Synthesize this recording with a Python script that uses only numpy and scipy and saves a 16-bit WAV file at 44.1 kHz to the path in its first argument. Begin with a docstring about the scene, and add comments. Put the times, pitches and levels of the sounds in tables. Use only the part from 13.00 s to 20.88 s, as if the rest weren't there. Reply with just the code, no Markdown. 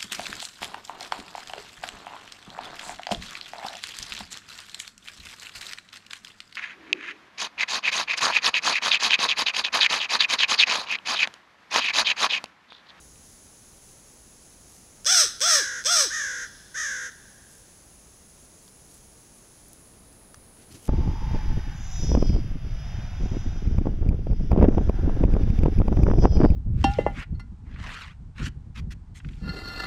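"""Two crows caw three times each at the edge of a meadow, heard through one mono microphone.
The near one is harsh and bright, the one across the field has a fast trill; both voices are puffs
of air from the syrinx ringing in the throat. The tree line answers faintly. Insects hiss over a low
outdoor rumble, grass tears and twigs snap as deer graze, and a bird flaps off at the end."""
import sys
import numpy as np
from scipy import signal
from scipy.fft import rfft, irfft, next_fast_len
from scipy.io import wavfile
from scipy.ndimage import uniform_filter1d, map_coordinates

SR = 44100
rng = np.random.default_rng(int(sys.argv[2]) if len(sys.argv) > 2 else 0)


def dump(signal):
    """Clip the signal to [-1, 1] and save it as 16-bit WAV at the path in sys.argv[1]."""
    limited = np.clip(np.atleast_2d(signal).T, -1, 1)
    pcm = np.round(limited * 32767).astype(np.int16)
    wavfile.write(sys.argv[1], SR, pcm)


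N = 347508
TIME = np.arange(N) / SR
TOP_HZ = 15800


def amp(db):
    """Decibels to gain."""
    return 10 ** (np.asarray(db) / 20)


def unit(x):
    """Scale to rms 1."""
    return x / np.sqrt(np.mean(x ** 2) + 1e-20)


def steady(x, size=900):
    """Hold the short-time rms at 1."""
    return x / np.sqrt(np.abs(uniform_filter1d(x * x, size)) + 1e-12)


def along(points, hz):
    """Read (Hz, value) points on a log axis."""
    freqs, values = np.transpose(points)
    return np.interp(np.log(hz + 1), np.log(freqs + 1), values)


def ramp(t, begin, length):
    """Rise from 0 to 1 over length seconds."""
    return np.clip((t - begin) / length, 0, 1)


def swell(centre, width):
    """A bell of gain; width is its standard deviation in seconds."""
    return np.exp(-.5 * ((TIME - centre) / width) ** 2)


def gate(t, edge):
    """Short fades at both ends of a call."""
    return np.clip(np.minimum(t - t[0], t[-1] - t) / edge, 0, 1)


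def wobble(t, rate):
    """A smooth random curve with rate knots a second."""
    knots = rng.standard_normal(4096)
    return map_coordinates(knots, [(t - t[0]) * rate], mode="wrap")


def add(track, start, x):
    """Mix x into the track from start seconds."""
    part = track[max(round(start * SR), 0):][:len(x)]
    part += x[:len(part)]


def noise(spectrum):
    """Noise of rms 1 with the given colour."""
    size = next_fast_len(N + 8192)
    gain = amp(along(spectrum, np.fft.rfftfreq(size, 1 / SR)))
    return unit(irfft(rfft(rng.standard_normal(size)) * gain, size)[:N])


def resonate(x, spectrum, size=2048):
    """Ring x through a causal filter of the given colour."""
    gain = amp(along(spectrum, np.fft.rfftfreq(size, 1 / SR)))
    cepstrum = irfft(np.log(gain))
    cepstrum[1:size // 2] *= 2  # fold to minimum phase
    cepstrum[size // 2 + 1:] = 0
    impulse = irfft(np.exp(rfft(cepstrum)))
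    return signal.fftconvolve(x, impulse)[:len(x)]


# Open air and two insect choruses around the microphone. Each row: frequency in Hz, density in dB.
AIR_SPECTRUM = [(12, -37), (20, -1), (65, -0.5), (86, -2.5), (196, -4), (250, -6), (456, -10), (1480, -20),
                (3430, -27), (4000, -25), (5200, -24.5), (8800, -120)]
LOW_CHORUS = [(3000, -14.5), (4500, -12.5), (5700, -6.5), (6600, -0.5), (7300, -6.5), (8200, -9),
              (9500, -31.5)]
HIGH_CHORUS = [(8000, -25.5), (9200, -6), (9900, -0.5), (10350, 1.5), (11000, -5), (11500, -16),
               (13000, -22)]


def meadow():
    """Distant rumble, faint hum, even hiss and insects; the low chorus fades, the high one holds."""
    rumble_db = -56.5 + 2 * ramp(TIME, begin=6, length=1.4)
    rumble = amp(rumble_db) * noise(AIR_SPECTRUM)
    hum = amp(-66) * noise([(50, -31), (58, -6), (66, -19), (20000, -120)])
    hiss = amp(-64) * noise([(1000, -10.5), (4000, -11), (9000, 0), (12000, -9), (16000, -9.5)])
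    shimmer = amp(.4 * wobble(TIME, 12))
    low_db = -56.3 - .5 * TIME - 7 * ramp(TIME, begin=6.66, length=.65)
    low_insects = amp(low_db) * shimmer * noise(LOW_CHORUS)
    high_insects = amp(-58 + .6 * wobble(TIME, 30)) * noise(HIGH_CHORUS)
    return rumble + hum + hiss + low_insects + high_insects


# Twigs breaking. Each row: start in seconds, peak in dB, crack in Hz, wood against crack in dB.
TWIG_SNAPS = [(.158, -44.5, 3300, -25), (1.765, -45, 4500, -12), (4.119, -45, 3500, -2),
              (5.679, -41, 4200, -9), (6.684, -40, 12500, -30), (6.732, -35, 9800, -28),
              (7.128, -45, 8000, -20), (7.344, -32, 5500, 0)]
# A dry twig's body. Each row: frequency in Hz, gain in dB.
TWIG_BODY = [(700, -25), (1200, -2), (1500, -9), (1950, 1), (2600, -15), (3500, -6), (6000, -26),
             (12000, -50)]


def twigs():
    """Each breaking stem is a brief crack over the ring of its wood."""
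    track, t = np.zeros(N), np.arange(SR // 20) / SR
    for start, peak_db, hz, body_db in TWIG_SNAPS:
        burst = rng.standard_normal(len(t)) * (amp(-60 * t / .0074) + amp(-24 - 60 * t / .032))
        colour = [(hz / 4, -24), (hz * .71, -8), (hz, 0), (hz * 1.43, -10), (hz * 2.2, -30)]
        crack = unit(resonate(burst, colour))
        snap = crack + amp(body_db) * unit(resonate(burst, TWIG_BODY))
        add(track, start, amp(peak_db) * snap / np.abs(snap).max())
    return track


# Deer tugging at the grass. Each row: centre in seconds, width in seconds, level in dB.
GRASS_TUGS = [(.3, .06, -61), (.88, .046, -61), (1.745, .05, -57.5), (4.55, .05, -59), (5.67, .022, -58),
              (5.948, 0.051, -59), (6.38, .03, -63)]
# Tearing blades. Each row: frequency in Hz, density in dB.
GRASS_SPECTRUM = [(1500, -20), (3500, -4), (7000, 4), (12500, -1), (16000, -25)]


def grazing():
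    """Blades of grass tear in small crackling clumps."""
    tugs = sum(amp(level_db) * swell(centre, width) for centre, width, level_db in GRASS_TUGS)
    return tugs * unit(noise(GRASS_SPECTRUM) * amp(4 * wobble(TIME, 400)))


def syrinx(phase, pitch, breath, count=40):
    """One sharp puff per cycle, with a burst of turbulence at each opening."""
    harmonic = np.arange(1, count + 1)[:, None]
    puffs = np.sum(np.cos(harmonic * phase) * (harmonic * pitch < TOP_HZ), axis=0)
    turbulence = rng.standard_normal(len(phase)) * (1 + np.cos(phase)) ** 2
    return unit(puffs) + breath * unit(turbulence)


def trill(t, rate_hz, drift):
    """A fast, slightly unsteady tremble of the voice."""
    hz = rate_hz * (1 + drift * wobble(t, 40.34))
    return np.sin(2 * np.pi * np.cumsum(hz) / SR)


def hollow(x, spacing_hz, share):
    """One close, inverted reflection cuts evenly spaced dips into the spectrum."""
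    hz = np.fft.rfftfreq(len(x), 1 / SR)
    return irfft(rfft(x) * (1 - share * np.exp(-2j * np.pi * hz / spacing_hz)), len(x))


def near_gesture(t, length, top_hz, crest_db, swell_db):
    """Pitch and levels of a near caw: it climbs, sags, then collapses as the breath runs out."""
    climb_s, sag_hz_per_s, collapse_s, slack_hz = .061, 1520, .054, 262
    crest_s, beak_opens_s = .122, .04
    climb_left = 1 - ramp(t, 0, climb_s)
    pitch = top_hz * (1 - .29 * climb_left ** 1.55) - sag_hz_per_s * np.maximum(t - climb_s, 0)
    pitch += (slack_hz - pitch) * ramp(t, length - collapse_s, collapse_s) ** 1.3
    tone_db = -27.2 + .052 * (pitch - top_hz) - 1.8 * climb_left
    # the rasp swells to a crest, then fades ever faster
    rasp_db = crest_db - swell_db * (1 - ramp(t, 0, crest_s) ** 2)
    rasp_db -= 27 * ramp(t, crest_s, length - crest_s) ** 2.46
    # the throat rings until the beak opens wide
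    ring_db = -6.5 - np.maximum(100 * (beak_opens_s - t), 520 * (t - beak_opens_s))
    return pitch, tone_db, rasp_db, ring_db


# The near crow's throat with beak open, with beak half shut, and its hoarse middle range.
# Each row: frequency in Hz, gain in dB.
OPEN_BEAK = [(1000, -43), (1450, -7.5), (2000, -16), (2700, -17), (3400, -13.5), (4100, -8), (4650, -10),
             (5050, 2), (6500, -1.5), (6950, -14.5), (7900, -7.5), (9500, -17), (11600, -27),
             (12200, -20.5), (12900, -28.5), (15200, -34), (16000, -50)]
HALF_SHUT_BEAK = [(2800, -35.5), (3230, -18), (3380, -5.5), (3540, -7), (3700, -13), (4200, -36.5)]
HOARSE_BAND = [(1100, -34.5), (1550, 3.5), (1850, 4.5), (2100, -7), (2400, 3.5), (2800, -13.5), (3200, -4),
               (4200, -0.5), (4900, -25)]
SCOOP_S = .014  # the voice slides up before the rasp breaks in


def near_caw(length, top_hz, crest_db, swell_db):
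    """A trembling arch of pitch: two clean low partials, a hoarse middle and a bright rasp of puffs."""
    t = np.arange(-SCOOP_S, length, 1 / SR)
    pitch, tone_db, rasp_db, ring_db = near_gesture(t, length, top_hz, crest_db, swell_db)
    voiced = ramp(t, -SCOOP_S, SCOOP_S)
    tremble = 1 + .024 * trill(t, rate_hz=80, drift=.25) + .019 * wobble(t, 200)
    pitch = pitch * (.82 + .18 * voiced) * tremble
    phase = 2 * np.pi * np.cumsum(pitch) / SR
    # the second partial swells as it climbs into the throat's first resonance
    second_db = along([(900, -14), (1120, -7), (1320, 7.7), (1550, 8.7)], 2 * pitch)
    second = amp(second_db + 3.6 * wobble(t, 220)) * np.sin(2 * phase + .4 * wobble(t, 349.8))
    tone = amp(tone_db) * voiced ** 2 * steady(np.sin(phase) + second)
    # the puffs come unevenly, most of all when the voice is slack and low
    slack = np.interp(pitch, [350, 580], [.14, .035])
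    uneven = phase + .05 * np.sin(phase / 2) + slack * wobble(t, 700)
    puffs = syrinx(uneven, pitch, breath=.2) * amp(.8 * np.cos(phase / 2) + .8 * wobble(t, 500))
    rasp = steady(hollow(resonate(puffs, OPEN_BEAK), spacing_hz=2355, share=.2))
    ring = amp(ring_db) * steady(resonate(puffs, HALF_SHUT_BEAK))
    # fluttering membranes chop the puffs and throw sidebands between the partials
    flutter = trill(t, rate_hz=210, drift=.2) + .5 * wobble(t, 300)
    hoarse = amp(-17) * steady(resonate(puffs * flutter, HOARSE_BAND))
    breaking = .22 * voiced + .78 * ramp(t, -.0022, .0028)
    rasp_gain = amp(rasp_db + 1.1 * wobble(t, 140) + .4 * wobble(t, 45)) * breaking
    return (tone + rasp_gain * (rasp + ring + hoarse)) * gate(t, edge=.004)


def puff(peak_db):
    """One lone opening of the syrinx, ringing in the throat."""
    t = np.arange(SR // 50) / SR
    burst = rng.standard_normal(len(t)) * amp(-60 * t / .0073)
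    sound = resonate(burst, OPEN_BEAK) + .49 * resonate(burst, HALF_SHUT_BEAK)
    return amp(peak_db) * sound / np.abs(sound).max()


# Caws close to the microphone. Each row: start in seconds, length in seconds, top pitch in Hz,
# rasp at its crest in dB, swell up to the crest in dB.
NEAR_CALLS = [(2.064, .214, 764, -16.3, 3.6), (2.414, .226, 714, -18.4, 4), (2.857, .233, 716, -19, 3.6)]
# Lone puffs ahead of each caw. Each row: lead in seconds, relative level in dB.
VOICE_CATCH = [(.017, -13.5), (0.0085, -5), (0.0021, -11)]


def near_crow():
    """Three harsh caws at close range, the voice catching before each."""
    track = np.zeros(N)
    for start, length, top_hz, crest_db, swell_db in NEAR_CALLS:
        add(track, start - SCOOP_S, near_caw(length, top_hz, crest_db, swell_db))
        for lead, puff_db in VOICE_CATCH:
            add(track, start - lead, puff(crest_db - swell_db + puff_db + 9))
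    return track


# Ring of the tree line. Each row: frequency in Hz, time to fall 60 dB in seconds.
TREE_DECAY = [(1100, 1.1), (1600, 1.8), (2200, 1.2), (3500, 3.4), (6000, 1.7), (12000, 0.81)]


def trees(near, far):
    """Nearby trunks and leaves scatter both crows, and the tree line answers from farther off."""
    scatter_t60s = [(500, .085), (1100, .2), (1500, .42), (2400, .25),
                    (3500, .4), (6000, .28), (12000, .28)]
    scatter = echo(amp(-8) * near + amp(-13.5) * far, scatter_t60s, rise=.018)
    woods = echo(amp(-26.5) * near + amp(-22.5) * far, TREE_DECAY, rise=.04)
    round_trip_s = .27
    add(woods, round_trip_s, amp(-7) * woods)
    return scatter + woods


def echo(x, t60s, rise):
    """A diffuse tail that builds up over rise seconds and dies at each frequency's own speed."""
    hz, t, bands = signal.stft(rng.standard_normal(3 * SR // 2), SR, nperseg=256)
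    envelope = amp(-60 * t / along(t60s, hz)[:, None]) * (1 - np.exp(-t / rise))
    tail = signal.istft(bands * envelope, SR, nperseg=256)[1]
    return signal.fftconvolve(x, tail / np.linalg.norm(tail))[:N]


def far_gesture(t, length, top_hz):
    """Pitch, effort and trill depth of a far caw: it climbs, holds, sags, tires and drops."""
    climb_s, hold_s, sag_s, release_s = .043, .072, .095, .035
    climb_left = (1 - ramp(t, 0, climb_s)) ** 1.7
    sag = 1 - np.exp(-np.maximum(t - hold_s, 0) / sag_s)
    tired = ramp(t, begin=.12, length=.13)
    release = ramp(t, length - release_s, release_s)
    pitch = top_hz * (1 - .28 * climb_left) * (1 - .22 * sag) * (1 - .121 * release)
    effort_db = -10 * climb_left - 4.5 * tired - 9 * release
    trill_depth = .04 + .048 * tired
    return pitch, effort_db, trill_depth


# Caws across the field. Each row: start in seconds, length in seconds, top pitch in Hz, level in dB.
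FAR_CALLS = [(2.466, .361, 631.5, -28.2), (3.10, 0.37, 628, -28.5), (3.742, 0.36, 629, -29)]
# That crow's throat as heard at the microphone. Each row: frequency in Hz, gain in dB.
DISTANT_THROAT = [(300, -23), (500, -21), (630, -34), (800, -40), (1200, -17), (1550, 2.5), (1850, -0.5),
                  (2150, -15), (2600, -25.5), (3600, -16), (4300, -28), (5200, -13.5), (6400, -5),
                  (7800, -23.5), (11000, -30), (15000, -56)]


def far_crow():
    """Three longer caws from across the field, their trill deepening as the voice sinks."""
    track = np.zeros(N)
    lowpass = signal.butter(4, 2600, fs=SR, output="sos")
    for start, length, top_hz, level_db in FAR_CALLS:
        t = np.arange(0, length, 1 / SR)
        pitch, effort_db, depth = far_gesture(t, length, top_hz)
        pitch *= 1 + depth * trill(t, rate_hz=61, drift=.052) + .011 * wobble(t, 400)
        phase = 2 * np.pi * np.cumsum(pitch) / SR
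        puffs = syrinx(phase + .11 * wobble(t, 800), pitch, breath=.27)
        voice = steady(resonate(puffs, DISTANT_THROAT), size=1500)
        # the upper partials fade faster than the body as the effort drops
        body = signal.sosfiltfilt(lowpass, voice)
        voice = body + amp(.4 * effort_db) * (voice - body)
        add(track, start, amp(level_db + effort_db) * voice * gate(t, edge=.002))
    return track


# Wing strokes. Each row: centre in seconds, width in seconds, push in dB, swish in dB.
WINGBEATS = [(7.614, .035, -56, -62), (7.746, 0.029, -48, -55), (7.862, 0.028, -56, -50)]
# Pushed air and swishing feathers. Each row: frequency in Hz, density in dB.
PUSH_SPECTRUM = [(30, -4), (80, 3), (170, 2), (380, 0), (560, -23), (1500, -19.5), (6000, -15.5),
                 (15000, -48)]
SWISH_SPECTRUM = [(1500, -16), (2800, 2), (4200, -4), (6300, 3), (9000, -2), (12500, -3), (16000, -25)]


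def wings():
    """A bird takes off: each stroke is a soft low push of air with a swish of feathers."""
    push = unit(noise(PUSH_SPECTRUM) * amp(4 * wobble(TIME, 60)))
    swish = unit(noise(SWISH_SPECTRUM) * amp(3.7 * wobble(TIME, 300)))
    return sum(swell(centre, width) * (amp(push_db) * push + amp(swish_db) * swish)
               for centre, width, push_db, swish_db in WINGBEATS)


def scene():
    """One microphone at the meadow's edge, the same in both channels."""
    near, far = near_crow(), far_crow()
    mono = near + far + trees(near, far) + meadow() + twigs() + grazing() + wings()
    return np.array([mono, mono])


def record(dry):
    """Nothing above the band limit is kept."""
    size = next_fast_len(N + 8192)
    in_band = np.fft.rfftfreq(size, 1 / SR) < TOP_HZ
    return irfft(rfft(dry, size) * in_band, size)[:, :N]


dry = scene()
out = record(dry)
dump(out)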